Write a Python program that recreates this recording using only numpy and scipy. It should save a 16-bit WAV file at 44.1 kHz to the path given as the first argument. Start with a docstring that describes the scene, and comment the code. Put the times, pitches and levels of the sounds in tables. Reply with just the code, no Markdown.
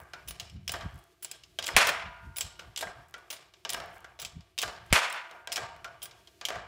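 """Steel clicks over faint room hiss and low wobbling air: a bottle jack in a press frame is pumped by hand.
The slack pins of the handle linkage make the clicks, as gritty bursts that ring the steel modes.
Faint ticks, knocks on the handle's lower stop and small pin pings join in.
Twice the load slips with a loud clack: a creak, a snap with a rebound, then ringing plates.
The bare workshop answers clicks and clacks with noise tails that die band by band."""
import sys
import numpy as np
from scipy import signal
from scipy.fft import rfft, irfft
from scipy.io import wavfile
from scipy.ndimage import uniform_filter1d

SR = 44100
rng = np.random.default_rng(int(sys.argv[2]) if len(sys.argv) > 2 else 0)


def wav_record(signal):
    """Record a signal, one row per channel, as 16-bit PCM in the file named by sys.argv[1]."""
    frames = np.transpose(np.atleast_2d(signal))
    bounded = np.clip(frames, -1, 1)
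    # unit amplitude maps onto the largest positive 16-bit level
    quanta = np.round(bounded * 32767).astype(np.int16)
    wavfile.write(sys.argv[1], SR, quanta)


N = 294147

# contacts of the handle linkage: (time [s], relative level [dB], weight: how far the heavy parts answer [dB],
# hardness: how far the edge bites [dB], decay time constant [ms])
CLICKS = [(0.002, -49.5, 8, 2.5, 0.89), (0.1348, -33, -8, -25, 9), (0.2764, -37, -19, -12, 9.7),
          (0.2844, -33, -24, -5, 11), (0.3081, -30.5, -15.5, -2.5, 4.6), (0.3985, -23.5, -22.5, -11.5, 6.8),
          (0.4982, -40, -41, -17, 5.5), (0.6787, -19.5, -29, -14, 1.8), (0.6827, -29.5, -21, 1, 2.3),
          (0.6937, -20, -21, -13.5, 4.3), (0.7193, -33, -9, 4.5, 5.5), (0.7388, -30.5, -0.5, -26, 8.5),
          (0.757, -39, -16, -24, 5.5), (0.8096, -36, -4.5, -45, 16), (0.9884, -57, -24, 6, 7.7),
          (1.2249, -38.5, -18, -1, 16), (1.2471, -28, -21.5, -3, 4.4), (1.314, -29, -20.5, -4, 4.4),
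          (1.4362, -38, -45, -13, 5.8), (1.5878, -22, -14, -18, 7.9), (1.6256, -23, -23, -20, 5.9),
          (1.638, -27.5, -18, -20, 4.2), (1.6422, -24, -24, -19, 4.6), (1.6582, -38, -18, -1, 4.1),
          (1.6646, -29, -23, 2, 3.5), (1.668, -21.5, -20, -11, 4.2), (1.679, -22.5, -15, -10, 4.4),
          (1.6884, -35.5, 6, -15, 8.2), (1.8703, -20, -8.5, -2, 9), (1.8912, -20, -9.5, -8.5, 6.6),
          (2.3612, -34.5, -16, -9.5, 5.5), (2.367, -34, -20, -1, 6.9), (2.3842, -23.5, -20.5, 2.5, 3),
          (2.4087, -19.5, -25, -6, 10.5), (2.5939, -31, -12, -24, 9.4), (2.7617, -22, -33, -26, 4.8),
          (2.7751, -21.5, -23, -8.5, 6.8), (2.7904, -32.5, -22, -4, 7.9), (2.8095, -25.5, -16, -3.5, 9.3),
          (2.8264, -31, -0.5, -26, 6.8), (2.8708, -45, 8, -25, 7.2), (3.0846, -65.5, -9.5, 5.5, 5.5),
          (3.1407, -33.5, -8, -22, 7.2), (3.1804, -54, -5, -2, 5.5), (3.303, -24.5, -21.5, -9, 7.8),
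          (3.3098, -35, -14, -3, 4.5), (3.3276, -33, -14.5, -3.5, 15), (3.366, -40, -21, -19, 6.4),
          (3.5378, -41, -19, -20, 5.7), (3.6503, -22.5, -14, -29.5, 5.2), (3.693, -20, -27, -11.5, 8.9),
          (3.7024, -31, -16, 6, 3.7), (3.7251, -32, -10, -12, 5.5), (3.7329, -29, -13, 1.5, 4.3),
          (3.7434, -21, -15.5, -24, 2), (3.7464, -27, -2.5, -18, 3.3), (3.802, -35, 2, -36, 4.2),
          (3.9307, -60, 2.5, -2, 5.5), (3.9604, -55.5, 1.5, -7, 4.8), (4.0446, -41, -4, -24, 9.7),
          (4.1904, -32, -14.5, -27, 6.7), (4.198, -32, -21, -9, 12), (4.2174, -32.5, -18, -2, 7.7),
          (4.225, -32.5, -16, -10, 5.5), (4.2489, -25.5, -26, -10, 10), (4.4079, -42.5, -19.5, -24.5, 5.5),
          (4.579, -21.5, -26, -17.5, 4.9), (4.587, -17, -26, -8.5, 7.8), (4.6082, -28, -23, -10, 4.3),
          (4.6168, -20, -22, -3.5, 3.9), (4.6265, -18.5, -29, -11.5, 6.4), (4.6327, -28.5, -1, -13, 5.8),
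          (4.6787, -32.5, -5.5, -31, 10), (4.862, -55, -13, 3, 5.5), (5.1, -33.5, -18, -6, 5),
          (5.1266, -29.5, -19, -1.5, 1.9), (5.3122, -41, 0.5, -27, 4), (5.474, -26, -14, -23, 2.8),
          (5.5196, -19.5, -28, -17, 3.2), (5.525, -24.5, -20.5, -4, 12), (5.5593, -19, -25.5, -10, 6),
          (5.5683, -21, -14.5, -12, 2.4), (5.5777, -31, 2, -15, 5.3), (5.7635, -49.5, -1, -12, 5.5),
          (5.845, -31, -7.5, -18.5, 7.7), (6.0191, -36.5, -17, -12, 7), (6.0274, -36, -16, -0.5, 16),
          (6.056, -34, -13.5, -7, 4.1), (6.111, -40.5, -15.5, -20, 7.9), (6.2734, -42, -18.5, -20, 8),
          (6.4125, -26.5, -13, -35.5, 5.8), (6.4522, -18, -30.5, -9.5, 8.1),
          (6.486, -22.5, -11.5, -13.5, 5.5), (6.5044, -29, 0, -23, 2.6), (6.5557, -35, -4.5, -44, 11)]
# centres of the contact bands: (frequency [Hz])
BAND_HZ = [650, 1450, 3100, 5300, 9500, 15200]
# limits of the directly heard grit in those bands: (low [Hz], high [Hz])
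BAND_EDGES_HZ = [(400, 1000), (1000, 2200), (2200, 4200), (4200, 7000), (7000, 14500), (15300, 15800)]
# colour of a contact in each band: (relative level [dB], share of its weight [ratio], share of its hardness [ratio])
CONTACT = [(-5.5, 0.92, 0), (4, 1.035, 0.011), (-9, 0.03, 0.039), (-9.5, 0, 0.12), (-6, 0.14, 1.15),
           (-13, 0.14, 1.3)]
# modes of handle, pins and frame: (frequency [Hz], width [Hz], relative level [dB])
STEEL_MODES = [(688, 120, 1.5), (925, 32, 2), (1168, 70, -1), (1450, 12, -8), (1600, 40, 0.5),
               (1930, 26, -3), (2357, 380, -8), (2550, 90, -15.5), (2920, 130, -4), (3173, 200, 0.5),
               (3320, 9, 1), (3654, 40, -1), (4760, 70, -8), (5080, 49, 1), (5350, 170, -3.5),
               (5820, 49, -9.5), (7625, 440, 0.5), (8390, 260, -2.5), (9180, 130, 0.5), (9800, 110, -2.5),
               (12300, 90, -0.5), (13800, 100, -5), (15520, 130, 8)]
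# decay of the workshop: (frequency [Hz], time to fall 60 dB [s])
ROOM_T60 = [(150, 0.63), (300, 0.34), (700, 0.72), (1840, 0.73), (4850, 0.46), (9000, 0.31), (15000, 0.2)]
# colour of the room's answer to the clicks: (frequency [Hz], relative level [dB])
ROOM_COLOUR = [(150, -9.5), (250, -3), (400, 6.5), (700, 5), (1000, 3), (1600, -1), (2500, -0.5), (6000, 0),
               (15000, 1)]
# restless draught on the microphone, rising and falling: (time [s], relative level [dB])
DRAUGHT = [(0.0, -69), (0.76, -48), (1.09, -74.5), (1.99, -57), (3.59, -72), (3.84, -60), (4.66, -72.5),
           (4.83, -54.5), (5.14, -80.5), (5.72, -62), (6.41, -70.5), (6.67, -57)]
# puffs of air on the microphone: (centre time [s], relative level [dB], time to fall 20 dB either side [ms])
PUFFS = [(.024, -52.5, 60), (.30, -45, 82), (.43, -51, 60), (0.564, -39.5, 69), (.696, -46, 47),
         (0.86, -33.5, 42), (0.953, -43, 59), (1.618, -53, 62), (1.745, -45, 43), (1.87, -51, 144),
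         (2.07, -45, 81), (2.274, -42, 81.5), (2.452, -43.5, 41.5), (2.68, -49, 73.5), (2.87, -49.5, 68),
         (2.99, -51.5, 84.5), (3.67, -63.5, 60.5), (3.79, -50.5, 122), (4.25, -53, 83.5),
         (4.374, -40, 51.5), (4.67, -44.5, 50.5), (4.89, -60, 85), (5.632, -47, 48), (5.757, -56, 86.5),
         (6.575, -47, 73)]
# spectrum of the air wobble: (frequency [Hz], relative level per Hz [dB])
AIR_TONE = [(15, -44.5), (25, -25), (54, 5), (99, 2), (188, -7), (236, -24), (300, -23.5), (390, -49),
            (660, -120)]
# spectrum of the room hiss: (frequency [Hz], relative level per Hz [dB])
HISS_TONE = [(88, -35), (150, -6.5), (255, -11), (356, 10), (560, -14.5), (682, 6.5), (798, -43),
             (934, -19.5), (2920, -8), (15300, -20.5), (16500, -35)]
# faint ticks under load: (time [s], average rate [ticks per s])
STRAIN = [(0, 40), (.12, 0), (.8, 0), (.9, 30), (1.1, 0), (3.0, 0), (3.1, 30), (3.25, 0), (3.85, 0),
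          (3.95, 50), (4.1, 0), (6.67, 0)]
# the handle meets its lower stop: (time [s], relative level [dB])
KNOCKS = [(0.1347, -36), (2.5906, -40), (3.143, -37), (4.044, -46), (5.8475, -31.5)]
# modes of that stop: (frequency [Hz], relative level [dB], time to fall 60 dB [s])
STOP_MODES = [(1373, 1.5, 0.13), (1460, 4.5, 0.053), (1467, -4.5, 0.3), (1555, -9.5, 0.093)]
# a small pin is struck as the handle lifts: (time [s], relative level [dB])
PINGS = [(0.2836, -39.5), (1.2276, -41.5), (2.368, -36.5), (3.312, -44.5), (4.1993, -47), (6.03, -39)]
# modes of that pin: (frequency [Hz], relative level [dB], time to fall 60 dB [s])
PIN_MODES = [(9900, 0.5, 0.12), (12200, -3, .08), (15500, 4, 0.084)]
# the load slips: (time [s], relative level [dB], room level [dB], creak level [dB],
# air push before the bass cut [full scale = 1], bench thump level [dB])
CLACKS = [(1.765, -2.5, -20.5, -44.5, -0.093, -32.5), (4.9267, -4, -21.5, -49.5, 0.13, -15.5)]
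# spectrum of the clack's grit: (frequency [Hz], relative level per Hz [dB])
CLACK_TONE = [(88, -49), (150, 2), (478, -8), (681, -14), (1280, -17.5), (1550, -11), (1780, 0.5),
              (2860, -1), (5350, -7), (8920, -7), (15200, -16), (16400, -16)]
# first instant of a clack: (frequency [Hz], relative level [dB], time to fall 60 dB [s])
SNAP_MODES = [(774, -7.5, 0.0082), (1530, -17, 0.013), (2290, 1, .012), (2960, -5.5, 0.0021),
              (4730, -8, .01), (8800, -13.5, .008)]
# thump of the bench: (frequency [Hz], relative level [dB], time to fall 60 dB [s])
BENCH_MODES = [(65, -3.5, 0.056), (141, 2.5, 0.022)]
# long rings of the press plates: (frequency [Hz], relative level [dB], time to fall 60 dB [s])
PLATE_MODES = [(670, -3.5, 1.3), (738, -6.5, 0.71), (918, -15.5, 2.9), (986, -4, 1.5), (1177, -4.5, 0.51),
               (1226, -5, 1.1), (1235, -15.5, 0.68), (1422, -6.5, 2.1), (1580, -11, 1.9), (1500, -4, 1.1),
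               (1950, -2.5, .7), (1840, -7.5, 0.36), (2420, -8, .5), (2370, -8.5, .6)]
# colour of the room's answer to a clack: (frequency [Hz], relative level per third octave [dB])
CLACK_TAIL = [(150, -36.5), (300, -25.5), (500, -13.5), (700, -13), (1100, -6.5), (1600, -6.5), (2300, -5),
              (3500, -10), (6000, -10), (10000, -12.5), (15000, -27)]
# the load lands again: (delay [s], spread [s], swell above the tail [dB], upper limit of the swell [Hz])
SETTLE = (.039, .007, 5.5, 4000)

ROOM_STEP = 20  # samples per step of the room's decay
MODE_SHIFT = 9973  # samples between the slow wanderings of neighbouring modes


def amp(db):
    """Turn decibels into gain."""
    return 10 ** (np.asarray(db) / 20)


def rms_one(x):
    """Scale to rms 1."""
    return x / np.sqrt(np.mean(x ** 2) + 1e-20)


def at_hz(points, hz):
    """Read a (frequency, value) table on a log-frequency axis."""
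    table_hz, values = np.transpose(points)
    return np.interp(np.log(hz), np.log(table_hz), values)


def coloured(spectrum, count):
    """Noise shaped to the given spectrum; rms 1."""
    hz = np.maximum(np.arange(count // 2 + 1) * SR / count, 1)
    white = rfft(rng.standard_normal(count))
    return rms_one(irfft(white * amp(at_hz(spectrum, hz)), count))


def band(x, low, high, order=2):
    """Butterworth band-pass."""
    return signal.sosfilt(signal.butter(order, [low, high], "band", fs=SR, output="sos"), x)


def lumps(rate_hz):
    """Slow chance: noise through a double low-pass; rms 1."""
    r = np.exp(-2 * np.pi * rate_hz / SR)
    noise = rng.standard_normal(N + SR)
    settled = signal.lfilter([1], [1, -2 * r, r * r], noise)[SR:]
    return rms_one(settled)


def strikes(times, gains):
    """Single-sample blows of the given heights."""
    out = np.full(N, 1e-18)
    np.add.at(out, np.round(np.asarray(times) * SR).astype(int), gains)
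    return out


def resonate(x, hz, width_hz):
    """A resonance with gain close to 1 on top."""
    r = np.exp(-np.pi * np.clip(width_hz, 5, 900) / SR)
    feedback = [1, -2 * r * np.cos(2 * np.pi * hz / SR), r * r]
    return signal.lfilter([(1 - r * r) / 2, 0, (r * r - 1) / 2], feedback, x)


def ring(blows, hz, t60):
    """Each unit blow sets a decaying sine of starting height 1 ringing."""
    r = amp(-60 / (max(t60, .005) * SR))
    w = 2 * np.pi * hz / SR
    return signal.lfilter([0, np.sin(w)], [1, -2 * r * np.cos(w), r * r], blows)


def struck(modes, times, db):
    """One body rung by blows of the given levels; neighbouring modes start in opposite directions."""
    blows = strikes(times, amp(db))
    return sum((-1) ** k * amp(mode_db) * ring(blows, hz, t60)
               for k, (hz, mode_db, t60) in enumerate(modes))


def click_db(hz):
    """Level of every contact at one frequency: one colour, bent by its weight and hardness."""
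    colour_db, heavy, hard = (np.interp(np.log(hz), np.log(BAND_HZ), column) for column in np.transpose(CONTACT))
    level_db, weight_db, hardness_db = np.array(CLICKS)[:, 1:4].T
    return level_db + colour_db + heavy * weight_db + hard * hardness_db


def bursts(gains):
    """Envelope of all contacts: a sharp spike at the touch, then each one's own decay."""
    out = np.full(N + 4000, 1e-9)
    t = np.arange(4000) / SR
    spike = np.minimum(t / 0.00028, 1) * (1 + 0.38 * np.exp(-t / 0.00043))
    for row, gain in zip(CLICKS, gains):
        at = round(row[0] * SR)
        out[at:at + 4000] += gain * np.exp(-1000 * t / max(row[-1], .3)) * spike
    return out[:N]


def linkage(crack_db, ring_db, grind_db, uneven_db):
    """Each contact is a gritty burst heard directly; its first touch and its grit ring the steel."""
    times = np.array(CLICKS)[:, 0]
    grit = rng.standard_normal((2, N))
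    out = np.zeros(N)
    for k, (hz, (low, high)) in enumerate(zip(BAND_HZ, BAND_EDGES_HZ)):
        crack = band(grit[k % 2] * bursts(amp(click_db(hz))), low, high, order=3)
        # make up for the energy lost outside the band
        out += amp(crack_db) * crack * np.sqrt(SR / 2 / max(high - low, 2000))
    # each contact meets every mode differently
    chance = np.clip(rng.standard_normal((len(times), len(STEEL_MODES))), -1.8, 1.3)
    for k, (hz, width_hz, db) in enumerate(STEEL_MODES):
        gains = amp(click_db(hz) + db + uneven_db * chance[:, k])
        touch = amp(ring_db) * strikes(times, gains)
        grind = amp(grind_db) * grit[k % 2] * bursts(gains)
        out += resonate(touch + grind, hz, width_hz)
    return out


def workshop(times, db_at, swell_db=0):
    """Every blow leaves a dense noise tail that dies band by band; tails add as powers."""
    t = np.arange(SR // 20) * ROOM_STEP / SR
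    edges = 140 * 2 ** np.arange(0, 7, 1 / 3)  # third octaves [Hz]
    white = rng.standard_normal((2, N))
    out = np.zeros(N)
    for k, (low, high) in enumerate(zip(edges, edges[1:])):
        blow_power = strikes(times, amp(2 * db_at(low)))
        energy = np.add.reduceat(blow_power, np.arange(0, N, ROOM_STEP))
        fall_db = 60 * t / max(at_hz(ROOM_T60, low), .05)
        decay = np.minimum(t / 0.00083, 1) * amp(swell_db * (low < SETTLE[3]) - fall_db)
        power = np.maximum(signal.fftconvolve(energy, decay ** 2)[:len(energy)], 0)
        envelope = np.repeat(np.sqrt(power), ROOM_STEP)[:N]
        out += rms_one(band(white[k % 2], low, high)) * envelope
    return out


def click_tails(wet_db, rattle_db, wander_db):
    """The room's answer to the clicks keeps the shifting colour of the steel; loose parts rattle in it."""
    tail = workshop(np.array(CLICKS)[:, 0], lambda hz: click_db(hz) + at_hz(ROOM_COLOUR, hz) + wet_db)
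    tail = tail * amp(rattle_db * lumps(76.0))
    wander = wander_db * lumps(2.2)
    out = tail.copy()
    for k, (hz, width_hz, db) in enumerate(STEEL_MODES):
        gain = amp(db + 3 + np.roll(wander, MODE_SHIFT * k))
        out += (-1) ** k * gain * resonate(tail, hz, width_hz / 2)
    return out


def air(edge_db, restless_db):
    """Moving air wobbles the microphone: a restless draught and single puffs; the stronger reach higher."""
    t = np.arange(N) / SR
    gain = amp(np.interp(t, *np.transpose(DRAUGHT)) + restless_db * lumps(6.0))
    for s, db, fall_ms in PUFFS:
        puff = amp(db - 20 * np.abs(t - s) * 1000 / max(fall_ms, 5))
        gain = np.maximum(gain, puff)
    wobble = coloured(AIR_TONE, count=N)
    wobble /= np.sqrt(uniform_filter1d(wobble ** 2, 1800) + .1)  # even out the size of the wobbles
    edge = rms_one(band(rng.standard_normal(N), 140, 260))
    return gain * (wobble + amp(edge_db) * np.sqrt(gain) * edge)


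def hiss(level_db, drift_db):
    """Faint room hiss: coloured noise whose level drifts."""
    return amp(level_db + drift_db * lumps(5.5)) * coloured(HISS_TONE, count=N)


def ticks(level_db, spread_db):
    """Tiny bright ticks at random moments while the press is strained: single samples, band-passed."""
    s, per_s = np.transpose(STRAIN)
    born = rng.random(N) < np.interp(np.arange(N) / SR, s, per_s) / SR
    return band(born * amp(level_db + spread_db * rng.standard_normal(N)), 5800, 16000)


def stop_knocks(level_db):
    """The handle knocks on its lower stop, which rings in a few short modes."""
    return amp(level_db) * struck(STOP_MODES, *np.transpose(KNOCKS))


def pin_pings():
    """A small pin is struck as the handle lifts and rings in high, short modes."""
    return struck(PIN_MODES, *np.transpose(PINGS))


def plates(times, db, waver_db):
    """The plates ring on; loose joints make each mode waver in its own time."""
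    blows = strikes(times, amp(db))
    waver = waver_db * lumps(9.8)
    out = np.zeros(N)
    for k, (hz, mode_db, t60) in enumerate(PLATE_MODES):
        gain = amp(mode_db + np.roll(waver, MODE_SHIFT * k))
        out += (-1) ** k * gain * ring(blows, hz, t60)
    return out


def clacks(crack_ms, rebound_s, rebound_db, grit_db, plates_db, waver_db, lead_s):
    """A creak and a slow push of air lead up to a hard snap, grit and a rebound; bench and plates ring."""
    out = np.zeros(N)
    t = np.arange(3000) / SR
    late = np.maximum(t - rebound_s, 0)
    rebound = amp(rebound_db) * (late > 0) * np.exp(-late / 0.0048)
    shape = np.exp(-1000 * t / crack_ms) + rebound
    for s, db, _, creak_db, push, _ in CLACKS:
        at, early = round(s * SR), round((s - lead_s) * SR)
        out[at:at + 3000] += amp(db + grit_db) * shape * coloured(CLACK_TONE, count=3000)
        creak = rms_one(band(rng.standard_normal(at - early), 470, 3800, order=3))
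        out[early:at] += amp(creak_db) * creak
        out[early:early + 3000] += push * np.exp(-((t - .014) / .005) ** 2)
    s, db, room_db, _, _, thump_db = np.transpose(CLACKS)
    snap = struck(SNAP_MODES, s, db - 3.5)
    thump = struck(BENCH_MODES, s, thump_db)
    return out + snap + thump + plates(s, room_db + plates_db, waver_db)


def clack_tails(rattle_db):
    """The room's answer to the clacks swells once as the load lands again; loose parts rattle in it."""
    s, _, room_db = np.array(CLACKS)[:, :3].T
    delay, spread, swell_db = SETTLE[:3]
    t = np.arange(SR // 20) * ROOM_STEP / SR
    swell = swell_db * np.exp(-((t - delay) / spread) ** 2)
    tail = workshop(s, lambda hz: room_db + at_hz(CLACK_TAIL, hz), swell)
    return tail * amp(rattle_db * lumps(33.0))


def scene():
    """Clicks, knocks, pings and clacks, near and through the room, over air and hiss."""
    out = linkage(crack_db=-4.0, ring_db=29.5, grind_db=6.5, uneven_db=7.5)
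    out += click_tails(wet_db=-23.0, rattle_db=1.5, wander_db=4)
    out += air(edge_db=6.5, restless_db=1.0)
    out += hiss(level_db=-68.5, drift_db=2.7)
    out += ticks(level_db=-41.5, spread_db=3.5)
    out += stop_knocks(level_db=-6.0)
    out += pin_pings()
    out += clacks(crack_ms=3.2, rebound_s=.006, rebound_db=-12.0, grit_db=-7.0,
                  plates_db=-16.5, waver_db=2.2, lead_s=0.024)
    out += clack_tails(rattle_db=2.0)
    return out[None]


def record(dry):
    """The microphone drops the deepest bass, the loudest peaks are rounded, the top is cut steeply."""
    ceiling, cutoff_hz = .85, 17000  # ceiling with full scale = 1
    dry = signal.sosfilt(signal.butter(3, 44.0, "high", fs=SR, output="sos"), dry)
    dry = ceiling * np.tanh(dry / ceiling)
    return signal.sosfilt(signal.cheby2(10, 60, cutoff_hz, fs=SR, output="sos"), dry)


dry = scene()
out = record(dry)
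wav_record(out)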